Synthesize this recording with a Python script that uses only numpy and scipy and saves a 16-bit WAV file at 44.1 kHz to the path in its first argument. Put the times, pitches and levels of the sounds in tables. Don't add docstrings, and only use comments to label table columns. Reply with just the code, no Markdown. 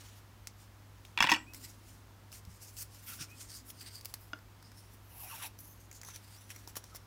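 import sys
import numpy as np
from scipy import signal
from scipy.io import wavfile
from scipy.ndimage import uniform_filter1d

SR = 44100
rng = np.random.default_rng(int(sys.argv[2]) if len(sys.argv) > 2 else 0)


def convert_level_to_amplitude(level_db):
    exponent = np.asarray(level_db, float) / 20
    return 10 ** exponent


def transcribe(signal):
    frames = np.atleast_2d(signal).T
    limited = np.clip(frames, -1, 1)
    pcm = np.round(limited * 32767).astype(np.int16)
    wavfile.write(sys.argv[1], SR, pcm)


N = 311346


def evened(x):
    return x / np.sqrt(np.mean(abs(x) ** 2) + 1e-20)


def add(mix, start_s, sound):
    part = mix[round(start_s * SR):][:len(sound)]
    part += sound[:len(part)]


def drift(points_per_s):
    points = rng.standard_normal(int(N / SR * points_per_s) + 2)
    return evened(signal.resample(points, N))


def resonate(x, hz, width_hz):
    turn = np.exp(2j * np.pi * np.cumsum(hz * np.ones(len(x))) / SR)
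    r = np.exp(-np.pi * width_hz / SR)
    return 2 * (turn * signal.lfilter([1 - r], [1, -r], x / turn)).real


def resonate_twice(x, hz, width_hz):
    return resonate(resonate(x, hz, width_hz), hz, width_hz)


def grains(per_s, spread_db, bed):
    strength = convert_level_to_amplitude(spread_db * np.minimum(rng.exponential(1, N), 4))
    catch = (rng.random(N) < per_s / SR) * strength
    catch = signal.oaconvolve(catch, np.exp(-np.arange(300) / 55.0))[:N]
    return evened(rng.standard_normal(N) * (bed + evened(catch)) * convert_level_to_amplitude(1.8 * drift(60)))


# (frequency [Hz], relative level [dB])
ROOM_SPECTRUM = [(20, -24), (45, 1.5), (75, 1.5), (130, -4.5), (266, -7), (450, -13), (700, -13.5),
                 (950, -12), (1300, -14.5), (2330, -19.5), (3700, -22), (6000, -24), (9080, -28.5),
                 (14000, -27), (15700, -29), (16300, -63)]
# (frequency [Hz], mean level [dB rms], waver [dB])
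STEADY_TONES = [(100.6, -58.5, 0.27), (56.2, -68, 2.5), (13750, -92, .6)]


def room_tone():
    level_db = -62
    hz, _, z = signal.stft(rng.standard_normal(N), SR, nperseg=4096)
    f, db = np.transpose(ROOM_SPECTRUM)
    z *= convert_level_to_amplitude(np.interp(np.log(hz + 1), np.log(f + 1), db))[:, None]
    high = signal.istft(z * (hz > 120)[:, None], SR, nperseg=4096)[1][:N]
    out = signal.istft(z, SR, nperseg=4096)[1][:N] * convert_level_to_amplitude(level_db) / high.std()
    t = np.arange(N) / SR
    for tone_hz, db, waver_db in STEADY_TONES:
        level = convert_level_to_amplitude(db + waver_db * np.clip(drift(4.2), -2, 2))
        out += np.sqrt(2) * level * np.sin(2 * np.pi * (tone_hz * t + rng.random()))
    return out


def room_tail(x):
    hz, t, z = signal.stft(rng.standard_normal(SR // 2), SR, nperseg=256)
    t60_s = 0.26 / (1 + hz[:, None] / 9000)
    tail = signal.istft(z * convert_level_to_amplitude(-60 * t / t60_s), SR, nperseg=256)[1]
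    tail[:130] = 0
    return signal.fftconvolve(x, tail / np.linalg.norm(tail))[:N]


# (start [s], length [s], start frequency [Hz], frequency neared [Hz], sine level [dB rms])
WHISTLE_GLIDES = [(1.466, 0.06, 2385, 2570, -60), (3.28, 0.074, 2270, 2550, -62),
                  (6.919, 0.026, 1356, 1277, -62.5)]


def whistles():
    out = np.zeros(N)
    for start, length, start_hz, end_hz, db in WHISTLE_GLIDES:
        u = np.arange(round(length * SR)) / (length * SR)
        hz = end_hz + (start_hz - end_hz) * np.exp(-3.5 * u)
        airy = evened(resonate(rng.standard_normal(len(u)), hz, 90.))
        tone = np.sin(2 * np.pi * np.cumsum(hz) / SR) + 0.34 * airy
        swell = np.sin(np.pi * u) ** 0.24
        flutter = convert_level_to_amplitude(db + 1.7 * drift(59)[:len(u)])
        add(out, start, np.sqrt(2) * flutter * tone * swell)
    return out


# (time of the swell's top [s], relative level [dB], lowest frequency [Hz])
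TABLE_KNOCKS = [(2.482, -34.5, 82), (3.101, -50, 250), (3.212, -37, 149)]
# (multiple of the lowest frequency [ratio], level [dB])
KNOCK_PARTIALS = [(1, 0), (1.6, -9), (2.15, -8.5)]
# (time [s], peak level [dB])
HANDLE_TAP = (4.3328, -27.5)
# (frequency [Hz], relative level [dB], t60 [s])
HANDLE_TAP_MODES = [(292, -5, 0.07), (640, -5.5, 0.042), (1100, -36, 0.022), (1438, 10, 0.027),
                    (1940, -7, 0.016), (2870, 1, 0.02), (3340, -0.5, 0.018), (5000, -3, 0.016),
                    (6200, -6, 0.013)]
# (time [s], level [dB])
FOREARM_RUBS = [
    [(1.4, -60), (2.204, -75.5), (2.27, -97), (2.4, -79)],
    [(2.9, -96), (3.18, -67), (3.868, -68), (4.0, -101)],
    [(5.3, -75), (5.36, -67), (6.0, -82)],
]


def table():
    out, t = np.zeros(N), np.arange(SR // 8) / SR
    for s, level_db, hz in TABLE_KNOCKS:
        swell = np.e * t / 0.019 * np.exp(-t / 0.0071)
        partials = sum(convert_level_to_amplitude(db) * np.sin(2 * np.pi * k * hz * t) for k, db in KNOCK_PARTIALS)
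        add(out, s - .008, convert_level_to_amplitude(level_db) * swell * partials)

    tap = sum(convert_level_to_amplitude(db - 60 * t / t60) * np.sin(2 * np.pi * hz * t) for hz, db, t60 in HANDLE_TAP_MODES)
    tap = tap * np.minimum(t / 0.00064, 1)
    tap_s, tap_db = HANDLE_TAP
    add(out, tap_s, convert_level_to_amplitude(tap_db) * tap / abs(tap).max())

    rub = evened(resonate_twice(rng.standard_normal(N), 258.0, 105.0))
    for curve in FOREARM_RUBS:
        s, db = np.transpose(curve)
        t = np.arange(s[0], s[-1], 1 / SR)
        add(out, s[0], convert_level_to_amplitude(np.interp(t, s, db)) * rub[round(s[0] * SR):][:len(t)])
    return out


# (start [s], length [s], lower mode level [dB], lower mode start [Hz], frequency it nears [Hz])
STRIP_PULLS = [(3.08, .065, -56.5, 1460, 1360), (3.189, .055, -57, 1500, 1410),
               (5.102, 0.1, -66, 1100, 800), (5.188, 0.11, -59, 1170, 750), (5.296, 0.097, -54, 1450, 770),
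               (5.394, 0.083, -53.5, 1300, 794)]


def draw_hum():
    upper_hz, upper_sag = 2850., .17
    out, friction = np.zeros(N), grains(per_s=300., spread_db=1.0, bed=3.1)
    for start, length, db, start_hz, end_hz in STRIP_PULLS:
        u = np.arange(round(length * SR)) / (length * SR)
        low_hz = start_hz + (end_hz - start_hz) * np.tanh(2.2 * u)
        high_hz = upper_hz * (1 - upper_sag * u)
        rub = friction[round(start * SR):][:len(u)]
        lower = evened(resonate_twice(rub, low_hz, 260.0))
        upper = evened(resonate_twice(rub, high_hz, 420.))
        swell = np.sin(np.pi * u) ** 0.24
        add(out, start, convert_level_to_amplitude(db) * swell * (lower + convert_level_to_amplitude(-3.) * upper))
    return out


# (time [s], resonance [Hz], strength in the strokes [dB])
STRIP_CURL = [(0, 5500, 3), (2.35, 5300, 2), (2.62, 5050, 3), (2.8, 5570, -1.5), (3.2, 5300, 5),
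              (3.56, 4770, 4), (3.7, 5450, 2), (3.8, 4620, 14), (3.99, 4800, 13.5), (4.04, 4800, 3),
              (4.2, 5000, 7), (4.66, 5000, 15), (5.0, 5800, 5), (5.46, 5550, 7.5), (5.65, 6100, 13),
              (5.99, 6900, 11), (6.04, 6100, 16), (6.17, 5900, 14), (6.24, 4600, 9), (6.36, 4800, 9),
              (6.39, 5880, 19), (6.55, 5740, 1.5), (7.06, 5500, 16)]
# (time [s], peak level of the middle [dB], low tap [Hz], low tap level [dB], bright edge level [dB])
PAPER_TICKS = [(0.472, -28.5, 1590, -17, -33), (1.051, -47, 3440, 2.5, -16), (1.5356, -41, 1870, -16, -2),
               (1.5464, -39, 2290, -10, 0), (2.3186, -41.5, 1230, -18, -10), (2.3271, -41.5, 3000, -5, -8),
               (2.4516, -46, 974, -23, -17), (2.7681, -40, 3240, -14, -6), (2.9467, -45, 2000, -5, -12),
               (3.2255, -33, 3000, -14, -12), (3.703, -39.5, 3240, -6, -8),
               (3.8138, -43.5, 3370, -12, -6.5), (4.011, -37, 1500, -22, -12),
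               (4.0485, -40.5, 1030, -12, 3), (4.0562, -32.5, 2830, -17, 0),
               (4.1403, -29.5, 1980, -12, -0.5), (4.3886, -51.5, 1420, -1, -22),
               (4.6266, -47, 1510, -4.5, -18), (4.7174, -49, 1530, -2, -16), (5.589, -45, 668, -17, -3),
               (5.914, -38, 2160, -7, -12), (5.928, -44, 657, -15, -14), (6.0152, -38, 2520, -17, -23),
               (6.0334, -40, 1780, 0, -15), (6.0487, -38.5, 1500, -18, -12), (6.0865, -39, 1150, -0.5, -11),
               (6.161, -36, 2060, -15, -8), (6.5036, -38, 2120, 0, -15), (6.562, -40, 2290, -7, -9),
               (6.6757, -34.5, 700, -5, -10), (6.756, -37.5, 1700, -3, -5), (6.768, -31, 1020, -6, -11),
               (6.7744, -39, 947, -6, -14), (6.8405, -40, 1100, -9, -11), (6.9486, -38.5, 937, -0.5, -14),
               (6.9667, -39, 934, -10, -15)]


def ticks():
    t60_s = 0.025
    out, t = np.zeros(N), np.arange(2600) / SR
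    chance = rng.standard_normal((len(PAPER_TICKS), len(t)))
    for (s, peak_db, low_hz, low_db, edge_db), noise in zip(PAPER_TICKS, chance):
        ring_hz = np.interp(s, *np.transpose(STRIP_CURL)[:2])
        decay = convert_level_to_amplitude(-60 * t / t60_s) + .6 * np.exp(-t / 0.00096)
        snap = noise * decay * np.minimum(t / 0.00019, 1)
        body = evened(resonate(snap, 6100.0, 3800.0))
        ring = evened(resonate(snap, ring_hz, 600.0))
        middle = evened(body + convert_level_to_amplitude(1.5) * ring)
        low = evened(resonate_twice(snap, low_hz, 1240.0))
        edge = evened(resonate_twice(snap, 12000.0, 6500.0))
        tick = middle + convert_level_to_amplitude(low_db) * low + convert_level_to_amplitude(edge_db) * edge
        add(out, s - .0005, convert_level_to_amplitude(peak_db) * tick / abs(middle).max())
    return out


# (time of the peak [s], rise [s], fall [s], relative level [dB], brightness above 9.8 kHz [dB])
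PAPER_STROKES = [(0.01, 0.022, 0.12, -57.5, -7.5), (0.178, 0.072, 0.027, -63, -1),
                 (0.615, 0.029, 0.032, -61.5, -4), (1.062, 0.018, 0.048, -65, -7),
                 (1.546, 0.0081, 0.056, -55.5, 0.5), (1.639, 0.033, 0.073, -51, -4.5),
                 (1.9, 0.084, 0.082, -61.5, -4), (2.345, 0.021, 0.036, -50.5, -4),
                 (2.538, 0.055, 0.048, -60.5, -5), (2.624, 0.02, 0.082, -53, -3),
                 (2.775, 0.008, 0.043, -48, -5), (2.825, 0.049, 0.017, -46, -0.5),
                 (2.95, 0.056, 0.13, -59.5, -3.5), (3.098, 0.049, 0.049, -50, 4.5),
                 (3.145, 0.038, 0.035, -51.5, 1), (3.22, 0.03, 0.026, -43, -8.5),
                 (3.291, 0.023, 0.072, -61, -4), (3.414, 0.05, 0.054, -50, -6.5),
                 (3.505, 0.036, 0.036, -53.5, -7), (3.556, 0.038, 0.04, -47.5, -7.5),
                 (3.705, 0.029, 0.011, -52, 6), (3.827, 0.061, 0.04, -54, -2),
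                 (3.887, 0.025, 0.0087, -47.5, -8), (3.959, 0.049, 0.042, -49.5, -4),
                 (4.1, 0.055, 0.044, -63, 0), (4.216, 0.043, 0.079, -65.5, 7),
                 (4.659, 0.037, 0.069, -63, -22), (4.777, 0.024, 0.1, -61.5, -0.5),
                 (4.943, 0.048, 0.03, -66.5, 3.5), (5.238, 0.1, 0.11, -59, 12),
                 (5.346, 0.09, 0.072, -54, 2.5), (5.462, 0.081, 0.017, -47.5, 3),
                 (5.594, 0.0059, 0.026, -56, 10.5), (5.655, 0.038, 0.082, -60.5, 9),
                 (5.819, 0.04, 0.047, -64.5, -1), (5.952, 0.019, 0.036, -52, -8),
                 (6.08, 0.022, 0.045, -50.5, -3), (6.158, 0.018, 0.017, -49.5, -2),
                 (6.344, 0.19, 0.2, -60.5, -1), (6.511, 0.015, 0.016, -51, -4),
                 (6.557, 0.025, 0.09, -60.5, -3), (6.687, 0.013, 0.039, -58.5, 1),
                 (6.765, 0.0075, 0.017, -48, 4), (6.85, 0.036, 0.17, -65, -7),
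                 (6.96, 0.0089, 0.012, -51, 3)]
# (time [s], level [dB])
STROKE_BODY = [(0, 1), (1.5, -3.5), (2.35, -5.5), (2.8, -10.5), (3.1, -1.5), (3.25, -2.5), (3.6, -10),
               (3.8, 0), (4.3, -8), (5.2, -2.5), (5.45, 5.5), (5.6, -21), (5.95, -15), (6.1, 2), (7.06, 0)]


def slides():
    friction = grains(per_s=900., spread_db=2., bed=3.)
    hz, t, z = signal.stft(friction, SR, nperseg=256, noverlap=192)
    f = hz[:, None]
    high = 1 / (1 + np.exp(-(f - 9800) / 700))
    low = 1 / (1 + np.exp((f - 4100) / 200))
    bass_cut_db = 16 / (1 + (f / 1100) ** 8)
    top_cut_db = 25 / (1 + np.exp(-(f - 15900) / 120))

    power = np.zeros(z.shape)
    for s, rise, fall, level_db, bright_db in PAPER_STROKES:
        u = np.where(t < s, (s - t) / rise, (t - s) / fall)
        colour_db = high * bright_db - bass_cut_db - top_cut_db
        power += convert_level_to_amplitude(2 * colour_db) * convert_level_to_amplitude(2 * (level_db - 10.8 * u ** 1.25))

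    s, curl_hz, curl_db = np.transpose(STRIP_CURL)
    curl_hz, curl_db = np.interp(t, s, curl_hz), np.interp(t, s, curl_db)
    first = np.exp(-((f - curl_hz) / 400) ** 2)
    second = np.exp(-((f - 1.815 * curl_hz) / 700) ** 2)
    curl = convert_level_to_amplitude(curl_db * (first + 0.47 * second))

    patches = rng.standard_normal(z.shape[::-1]).T
    patches = uniform_filter1d(patches, size=4, axis=0)
    patches = evened(uniform_filter1d(patches, size=30, axis=1))

    body_db = low * np.interp(t, *np.transpose(STROKE_BODY))
    level_db = 5.0 - 0.31 * curl_db
    z *= np.sqrt(power) * curl * convert_level_to_amplitude(body_db + level_db + 2.26 * patches)
    return signal.istft(z, SR, nperseg=256, noverlap=192)[1][:N]


# (time [s], peak level [dB], steel arms' level [dB], table top's level [dB])
# arms and table top are offsets to the modes above 4 kHz and under 1.6 kHz
TWEEZER_BOUNCES = [(1.176, -17.5, -33, -7.5), (1.188, -23, -25, -14), (1.205, -10.5, -7, -0.5),
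                   (1.215, -25, -2, 1), (1.2255, -11.5, -1, -29), (1.2339, -19.5, -15, -30),
                   (1.2419, -16.5, -20, 7), (1.2501, -19.5, -19, -18), (1.2663, -22, -25, -20),
                   (1.272, -18.5, -22, -5), (1.2889, -20, -25, -30), (1.293, -13.5, -15, -2.5),
                   (1.2987, -20.5, 2, -14), (1.3079, -21.5, 3.5, 3), (1.3173, -11.5, 0, 0),
                   (1.324, -16, -8, 3), (1.338, -21, 3, -25), (1.344, -19, -4, -6), (1.3507, -27, -11, 5),
                   (1.362, -27, -5, 10)]
# (frequency [Hz], relative level [dB], t60 [s])
TWEEZER_MODES = [(139, -14.5, 0.061), (211, -12, 0.073), (296, -4, 0.116), (540, -11, 0.055),
                 (1018, 10.5, 0.039), (1330, -7, 0.13), (1540, -0.5, 0.061), (1880, 7.5, 0.046),
                 (2430, -4, 0.049), (2447, 10.5, 0.029), (2720, 9, 0.029), (3060, -10, 0.019),
                 (3340, 1, 0.054), (3700, -12, 0.033), (4140, 5, 0.009), (4490, -0.5, 0.051),
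                 (5250, 6, 0.026), (5580, -23, 0.4), (6100, 0, 0.048), (6900, -18, 0.028),
                 (7200, -17, 0.17), (7700, -18.5, 0.33), (8950, -19, 0.15), (11350, -19, 0.018),
                 (12700, -22, 0.047), (15200, -45, .05)]


def tweezers():
    contact_s = 0.0032
    out, t = np.zeros(N), np.arange(SR // 4) / SR
    short = t[:1200]
    hz, db, t60 = np.transpose(TWEEZER_MODES)[:, :, None, None]
    decay = convert_level_to_amplitude(-60 * t / t60[:, 0])
    chance = rng.standard_normal((len(TWEEZER_BOUNCES), 6 * len(TWEEZER_MODES) + 2400))
    steep = signal.butter(5, 800, "highpass", fs=SR, output="sos")
    for (s, peak_db, arms_db, table_db), draw in zip(TWEEZER_BOUNCES, chance):
        spot, shift = draw[:6 * len(hz)].reshape(2, -1, 3, 1)
        crack_noise, chatter_noise = draw[-2400:-1200], draw[-1200:]
        level_db = db + arms_db * (hz > 4000) + table_db * (hz < 1600) + 2.2 * spot
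        split_hz = hz + 3.75 * shift / t60
        waves = np.sin((2 * np.pi * split_hz * t).astype(np.float32))
        rings = decay * (convert_level_to_amplitude(level_db) * waves).sum(1)

        crack = convert_level_to_amplitude(arms_db + 3.0 - 60 * short / 0.027) * resonate(crack_noise, 5000., 3500.0)
        upper = rings[4:].sum(0)
        upper[:1200] += crack * np.linspace(1, 0, len(crack))
        bass = rings[:4].sum(0) * (1 - np.exp(-t / 0.0011))
        ring = signal.sosfilt(steep, upper) + bass

        hit = 5.2 * (short == t[40])
        contact = (chatter_noise + hit) * np.exp(-short / contact_s)
        contact = contact * np.minimum(0.35 + short / 0.0013, 1)
        sound = signal.fftconvolve(ring, contact)[:len(t)]
        add(out, s - .0008, convert_level_to_amplitude(peak_db) * sound / abs(sound).max())
    return out


def scene():
    hands = whistles() + table() + draw_hum() + ticks() + slides() + tweezers()
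    return (hands + convert_level_to_amplitude(-14) * room_tail(hands) + room_tone())[None]


def roll_off(x):
    return signal.sosfilt(signal.butter(12, 16980, fs=SR, output="sos"), x)


def record(dry):
    return roll_off(dry)


dry = scene()
out = record(dry)
transcribe(out)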